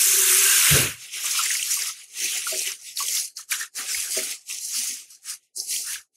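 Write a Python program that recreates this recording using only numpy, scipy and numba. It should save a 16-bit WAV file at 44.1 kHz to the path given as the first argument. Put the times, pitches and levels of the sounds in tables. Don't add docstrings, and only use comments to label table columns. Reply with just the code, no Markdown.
import sys
import numpy as np
from scipy import signal
from scipy.fft import rfft, irfft, next_fast_len
from scipy.io import wavfile
from scipy.ndimage import uniform_filter1d
from numba import njit

SR = 44100
rng = np.random.default_rng(int(sys.argv[2]) if len(sys.argv) > 2 else 0)


def waveform_to_disk(signal):
    frames = np.transpose(np.atleast_2d(signal))
    scaled = np.clip(frames, -1, 1) * 32767
    samples = np.round(scaled).astype(np.int16)
    wavfile.write(sys.argv[1], SR, samples)


N = 271656


def amp(db):
    return 10 ** (np.asarray(db) / 20)


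def unit(x):
    return x / np.sqrt(np.mean(x ** 2) + 1e-20)


def filtered(x, response):
    size = next_fast_len(N + SR // 4)
    return irfft(rfft(x, size) * response(np.fft.rfftfreq(size, 1 / SR)), size)[:N]


def resonant_noise(modes):
    response = lambda f: sum(amp(db) / (1 + ((f - hz) / width_hz) ** 2) for hz, width_hz, db in modes)
    return unit(filtered(rng.standard_normal(N), response))


def swells_db(rows, steepness=0.92):
    top_s, level_db, rise_s, fall_s = np.transpose(rows)[:, :, None]
    t = np.arange(0, N + 64, 64) / SR
    away = np.where(t < top_s, (top_s - t) / rise_s, (t - top_s) / fall_s)
    power = amp(2 * (level_db - 30 * steepness * away ** 1.73)).sum(axis=0)
    return np.interp(np.arange(N) / SR, t, 10 * np.log10(power + 1e-14))


@njit
def rings(start_s, hz, cycles, gain, glide, attack_cycles):
    out = np.zeros(N)
    for g in range(len(start_s)):
        start = int(start_s[g] * SR)
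        for k in range(min(int(cycles[g] / hz[g] * SR), N - start)):
            turns = k / SR * hz[g]
            fade = np.exp(-np.log(1000) * turns / cycles[g]) * (1 - np.exp(-turns / attack_cycles)) ** 2
            out[start + k] += gain[g] * fade * np.sin(2 * np.pi * turns * (1 + glide * turns / 20))
    return out


def wet_texture(spectrum, per_s, cycles, spread_db, noise_db, patchy_db):
    freq_hz, level_db = np.transpose(spectrum)
    when, pitch, size = rng.random((int(per_s * N / SR), 3)).T
    hz = freq_hz[1] * (freq_hz[-2] / freq_hz[1]) ** pitch
    gain = hz * amp(spread_db * size ** 2)
    pings = rings(when * N / SR, hz, np.full(len(hz), cycles), gain, glide=.07, attack_cycles=1.)
    bins = signal.stft(rng.standard_normal(N), nperseg=256)[2]
    patches = uniform_filter1d(rng.standard_normal(bins.shape), size=3, axis=0)
    patches = unit(uniform_filter1d(patches, size=16, axis=1))
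    noise = signal.istft(bins * amp(patchy_db * patches), nperseg=256)[1][:N]
    colour = lambda f: amp(np.interp(np.log(f + 1), np.log(freq_hz + 1), level_db, left=-120, right=-120))
    return unit(unit(filtered(pings, colour)) + amp(noise_db) * unit(filtered(noise, colour)))


def clumps(per_s, fall_s, depth_db):
    releases = (rng.random(N) < per_s / SR) * rng.random(N)
    surge = np.minimum(signal.lfilter([1], [1, -np.exp(-1 / (fall_s * SR))], releases), .9)
    return unit(amp(depth_db * uniform_filter1d(surge, size=40)))


def tap(shut_s=.75):
    # freq_hz, level_db
    spray_spectrum = [(1880, -20), (3200, -9.5), (4480, -9), (6410, 1.5), (7610, -1), (10900, -0.5),
                      (12700, -6), (14600, -6.5), (15500, -10)]
    churn_spectrum = [(330, -65), (560, -33), (600, -22.5), (877, -28), (964, -13.5), (1400, -5.5),
                      (1550, -2.5), (1860, -5.5), (2810, 0), (3090, -4), (4400, -10), (5720, -16.5),
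                      (9680, -120)]
    # centre_hz, width_hz, level_db
    hum_modes = [(387, 18, 1.5), (260, 37, -25)]
    ring_modes = [(1577, 45, 0)]
    t = np.arange(N) / SR
    shutoff_db = lambda drain_s: np.where(t < shut_s, 0, swells_db([(shut_s, 0, 1, drain_s)]))
    jet_db = shutoff_db(drain_s=.21)
    spray = wet_texture(spray_spectrum, per_s=2000, cycles=18, spread_db=19.5, noise_db=3.5, patchy_db=2.5)
    churn = wet_texture(churn_spectrum, per_s=300, cycles=38, spread_db=10, noise_db=7, patchy_db=2)
    churn_db = -31 + 13 * np.minimum(t, shut_s) + shutoff_db(drain_s=.23)
    hum_gain = amp(-53 + jet_db) + amp(swells_db([(.2, -42, .17, .4), (.4, -40, .3, .15)]))
    ring_gain = amp(-46.5 + jet_db) + amp(swells_db([(.51, -30, .12, .13), (.79, -38, .15, .13)]))
    bowl = hum_gain * resonant_noise(hum_modes) + ring_gain * resonant_noise(ring_modes)
    return amp(-18 + jet_db) * spray + amp(churn_db) * churn + bowl


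def slap():
    # centre_hz, width_hz, level_db
    sink_modes = [(80.6, 11, -13.5), (126, 21, 2)]
    plate_modes = [(258, 300, 8), (343, 50, -20.5), (420, 45, 2.5), (540, 75, -6)]
    # top_s, level_db, rise_s, fall_s
    boom_swells = [(.722, -19, .018, 0.089), (.82, -33.5, 0.097, 0.17)]
    clatter_swells = [(.77, -26.5, .1, 0.15)]
    boom = amp(swells_db(boom_swells)) * resonant_noise(sink_modes)
    clatter = amp(swells_db(clatter_swells)) * resonant_noise(plate_modes)
    return boom + clatter


def strokes(max_fall_s=.36, lag_s=.0056):
    # top_s, level_db, rise_s, fall_s, slosh_db, gurgle_db, rub_db (last three re level_db)
    swishes = [(1.04, -37, 0.099, 0.13, -4.5, -21.5, -33.5), (1.173, -31, 0.11, 0.21, -2.5, -21, -33.0),
               (1.27, -23.5, 0.088, 0.14, -7, -16.5, -33), (1.387, -23.0, 0.15, 0.23, -5, -15, -37.5),
               (1.507, -26, 0.08, 0.45, -7, -20, -37.5), (1.731, -25.5, 0.23, 0.16, -8.5, -23, -42),
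               (1.854, -28.0, 0.21, 0.15, -6.5, -16, -39), (2.005, -42, 0.093, 0.095, -4, -18, -31),
               (2.222, -28, 0.12, 0.3, -2.5, -21, -34.5), (2.363, -27.0, 0.33, 0.14, -7, -22.5, -33.5),
               (2.499, -27, 0.15, 0.41, -8, -23.5, -29.5), (2.6, -30, 0.053, 0.134, -6, -51, -30),
               (2.68, -28.5, 0.075, 0.098, -5, -16.5, -35), (2.876, -36.0, 0.11, 0.12, -10, -35, -36),
               (2.993, -26.0, 0.05, 0.12, -10, -23.5, -41), (3.165, -23, 0.23, 0.15, -13, -25.5, -39.0),
               (3.378, -33, 0.028, 0.084, -13.5, -16.5, -36), (3.523, -24.5, 0.041, 0.069, -6.5, -8, -38.0),
               (3.615, -33.5, 0.14, 0.079, -4, -4, -30), (3.785, -28.5, 0.053, 0.16, -7, -14, -23.5),
               (3.953, -26.5, 0.196, 0.36, -9, -18, -30.5), (4.157, -25, 0.11, 0.27, -9, -17.5, -31),
               (4.305, -30, 0.17, 0.095, -6.5, -21, -27), (4.512, -31, 0.069, 0.13, -8.5, -27.5, -31),
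               (4.64, -31.5, 0.11, 0.5, -20, -33, -40), (4.77, -25.5, 0.11, 0.33, -10, -23.5, -41),
               (4.99, -39.5, 0.11, 0.1, -8.5, -26, -31), (5.119, -45.5, 0.087, 0.12, -14, -26, -41),
               (5.3, -30, 0.087, 0.094, -11, -14.5, -41), (5.434, -63.5, 0.083, 0.11, -2.5, -46, -54),
               (5.579, -28.5, 0.033, 0.12, -31.5, -41, -31.5), (5.738, -24, 0.12, 0.2, -16.5, -37.5, -34),
               (5.918, -28.0, 0.11, 0.12, -11.5, -13.5, -38.5), (6.161, -57, 0.046, 0.049, -11, -27, -54.0)]
    # freq_hz, level_db
    rattle_spectrum = [(3700, -39), (4000, -6), (5000, -3), (6340, 1), (7400, -2.5), (10800, -3.5),
                       (12100, -6.5), (12400, -42)]
    sparkle_spectrum = [(12100, -57), (12400, -7.5), (13300, 3), (14500, -5.5), (15800, -0.5)]
    slosh_spectrum = [(1700, -50), (1900, -1), (2200, 1), (2740, 3), (3700, -1), (4000, 0), (4400, -38.5)]
    gurgle_spectrum = [(880, -16.5), (1000, -12.5), (1200, -4), (1550, -1.5), (1850, -1.5), (2000, -22.5)]
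    rub_spectrum = [(190, -42.5), (250, -4.5), (330, -8.5), (390, -0.5), (450, -4.5), (690, -11.5),
                    (760, 0.5), (830, -10), (950, -40.5)]
    # centre_hz, width_hz, level_db
    rumble_modes = [(45, 35, -5.5), (144, 54, 2.5)]
    top_s, level_db, rise_s, fall_s, slosh_db, gurgle_db, rub_db = np.transpose(swishes)
    fall_s = np.minimum(fall_s, max_fall_s)

    def layer_db(offset_db, delay_s, steepness=1):
        return swells_db(np.transpose([top_s + delay_s, level_db + offset_db, rise_s, fall_s]), steepness)

    rattle_db = layer_db(0, 0)
    drive_db = rattle_db + 30
    rattle = wet_texture(rattle_spectrum, per_s=2500, cycles=6,
                         spread_db=14.5, noise_db=5.5, patchy_db=3.5)
    sparkle = wet_texture(sparkle_spectrum, per_s=1000, cycles=16,
                          spread_db=3.5, noise_db=2.5, patchy_db=0)
    grains = amp(rattle_db) * rattle + amp(-47 + 1.4 * drive_db) * sparkle
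    grains *= clumps(per_s=35, fall_s=.012, depth_db=6.5)
    slosh = amp(layer_db(slosh_db, lag_s, steepness=1.18)) * clumps(per_s=20, fall_s=.02, depth_db=7)
    slosh *= wet_texture(slosh_spectrum, per_s=400, cycles=34, spread_db=15, noise_db=9, patchy_db=1.9)
    gurgle = amp(layer_db(gurgle_db, lag_s, steepness=1.15))
    gurgle *= wet_texture(gurgle_spectrum, per_s=150, cycles=29, spread_db=1.5, noise_db=15, patchy_db=6)
    rub = amp(layer_db(rub_db, lag_s)) + amp(-84)
    rub *= wet_texture(rub_spectrum, per_s=30, cycles=22, spread_db=6, noise_db=7, patchy_db=6)
    rumble = amp(-73 + .53 * drive_db) * resonant_noise(rumble_modes)
    return grains + slosh + gurgle + rub + rumble


def knocks(centre_t60_s=.13, attack_s=.0067):
    # start_s, level_db, centre_hz, loss_db (one octave off centre)
    pushes = [(1.148, -57, 390, 57), (1.233, -51, 700, 9.5), (1.450, -48.5, 388, 83), (2.180, -57, 390, 62),
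              (2.208, -43, 333, 60), (2.239, -40, 336, 62), (2.31, -53, 385, 60), (2.37, -51, 385, 60),
              (2.517, -28.5, 640, 75), (2.520, -33, 374, 78), (2.547, -33, 410, 46), (2.663, -42, 397, 65),
              (3.028, -46.5, 476, 78), (3.077, -44, 490, 86), (3.784, -46.5, 255, 39), (3.966, -42, 65, 25),
              (4.164, -26, 516, 13.5), (4.204, -40, 266, 15), (4.756, -52, 244, 57),
              (4.78, -47.5, 242, 61.5), (4.889, -50, 245, 14), (4.911, -48, 250, 40),
              (5.572, -48.5, 375, 29.5), (5.70, -58, 65, 25), (5.928, -58, 65, 24), (5.975, -63, 65, 25)]
    # pitch_hz, level_db
    bowl_modes = [(65, 5), (245, 5), (300, -0.5), (385, 6.5), (480, -2), (555, -1), (638, 6.5)]
    hz, mode_db = np.transpose(bowl_modes)
    out, t = np.zeros(N + SR), np.arange(SR // 2) / SR
    for start_s, level_db, centre_hz, loss_db in pushes:
        push_db = level_db - loss_db * np.log2(hz / centre_hz) ** 2
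        gain = amp(push_db + mode_db + rng.normal(0, .83, len(hz)))
        drift_rad = np.cumsum(rng.normal(0, .021, (len(hz), len(t))), axis=1)
        fade = amp(-60 * t / centre_t60_s * (hz[:, None] / centre_hz) ** .26)
        ring = gain @ (fade * np.sin(2 * np.pi * hz[:, None] * t + drift_rad))
        out[round(start_s * SR):][:len(t)] += ring * (1 - np.exp(-t / attack_s)) ** 2
    return out[:N]


def plops(low_cut_hz=850):
    # start_s, level_db, pitch_hz
    pockets = [(1.243, -34.5, 1220), (1.389, -18.5, 1397), (1.400, -25, 1325), (1.459, -18, 2120),
               (1.505, -16.5, 2000), (1.552, -16, 2260), (1.595, -18, 2670), (1.627, -11.5, 3160),
               (1.709, -30, 1960), (1.769, -34, 1175), (1.894, -35, 1340), (2.257, -16.5, 2580),
               (2.467, -22, 1454), (2.522, -26, 2750), (2.544, -26.5, 2200), (2.674, -13, 3020),
               (2.974, -10, 4500), (3.003, -23, 1164), (3.083, -14, 3370), (3.171, -13.5, 3700),
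               (3.390, -40, 1350), (3.519, -11.5, 2420), (3.946, -15.5, 2260), (4.189, -19, 2230),
               (4.500, -25.5, 2730), (4.510, -22, 2800), (5.762, -15.5, 3340), (5.956, -28, 1720)]
    start_s, level_db, hz = np.transpose(pockets)
    cycles = 76.4 * (1280 / hz)
    parts = [(0, .96, 2.5), (.001, .86, -7), (.003, .76, -12.5)]
    bubbles = sum(rings(start_s + delay_s, ratio * hz, cycles, amp(level_db + offset_db),
                        glide=.01, attack_cycles=1.2) for delay_s, ratio, offset_db in parts)
    snap_cycles = np.full(len(hz), 7.7)
    snaps = rings(start_s, 4.5 * hz, snap_cycles, amp(level_db - 6), glide=0., attack_cycles=.3)
    return filtered(bubbles + snaps, lambda f: 1 / (1 + (low_cut_hz / (f + 1)) ** 12))


def ticks(low_cut_hz=3700):
    # start_s, level_db, pitch_hz
    impacts = [(1.2564, -11, 8600), (1.629, -12.5, 6920), (1.718, -9, 6540), (1.821, -12.5, 5440),
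               (2.1605, -33, 6300), (2.5928, -13, 6350), (2.7178, -16.5, 6040), (2.971, -16, 4430),
               (3.0841, -13, 6160), (3.123, -17, 6640), (3.37, -19, 5150), (3.5118, -10, 10060),
               (3.7534, -33, 10800), (4.002, -16, 8500), (4.5856, -18.5, 6500), (5.563, -22, 8070),
               (5.573, -17, 8850), (5.6, -13.5, 5250)]
    start_s, level_db, hz = np.transpose(impacts)
    cycles = np.full(len(hz), 36.)
    bounces = [(0, 1.005, 3), (.0012, 1.18, 1), (.0035, .9, -.5)]
    contacts = sum(rings(start_s + delay_s, ratio * hz, cycles, amp(level_db + offset_db),
                         glide=0., attack_cycles=1.) for delay_s, ratio, offset_db in bounces)
    return filtered(contacts, lambda f: 1 / (1 + (low_cut_hz / (f + 1)) ** 12))


def scene():
    mono = tap() + slap() + strokes() + knocks() + plops() + ticks()
    return np.array([mono, mono])


def record(dry):
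    threshold_db, db_per_db, reaction_s = -34.5, .17, .056
    ceiling, low_cut_hz, top_hz = .55, 45, 15780
    span = round(reaction_s * SR)
    level_db = 10 * np.log10(np.abs(uniform_filter1d(dry ** 2, size=span)) + 1e-12)
    gate_db = db_per_db * np.minimum(level_db - threshold_db, 0)
    gated = dry * amp(uniform_filter1d(gate_db, size=span))
    rounded = gated / (1 + np.abs(gated / ceiling) ** 4) ** (1 / 4)
    band = lambda f: 1j * f / (low_cut_hz + 1j * f) * np.clip((top_hz - f) / 150, 0, 1)
    return np.array([filtered(channel, band) for channel in rounded])


dry = scene()
out = record(dry)
waveform_to_disk(out)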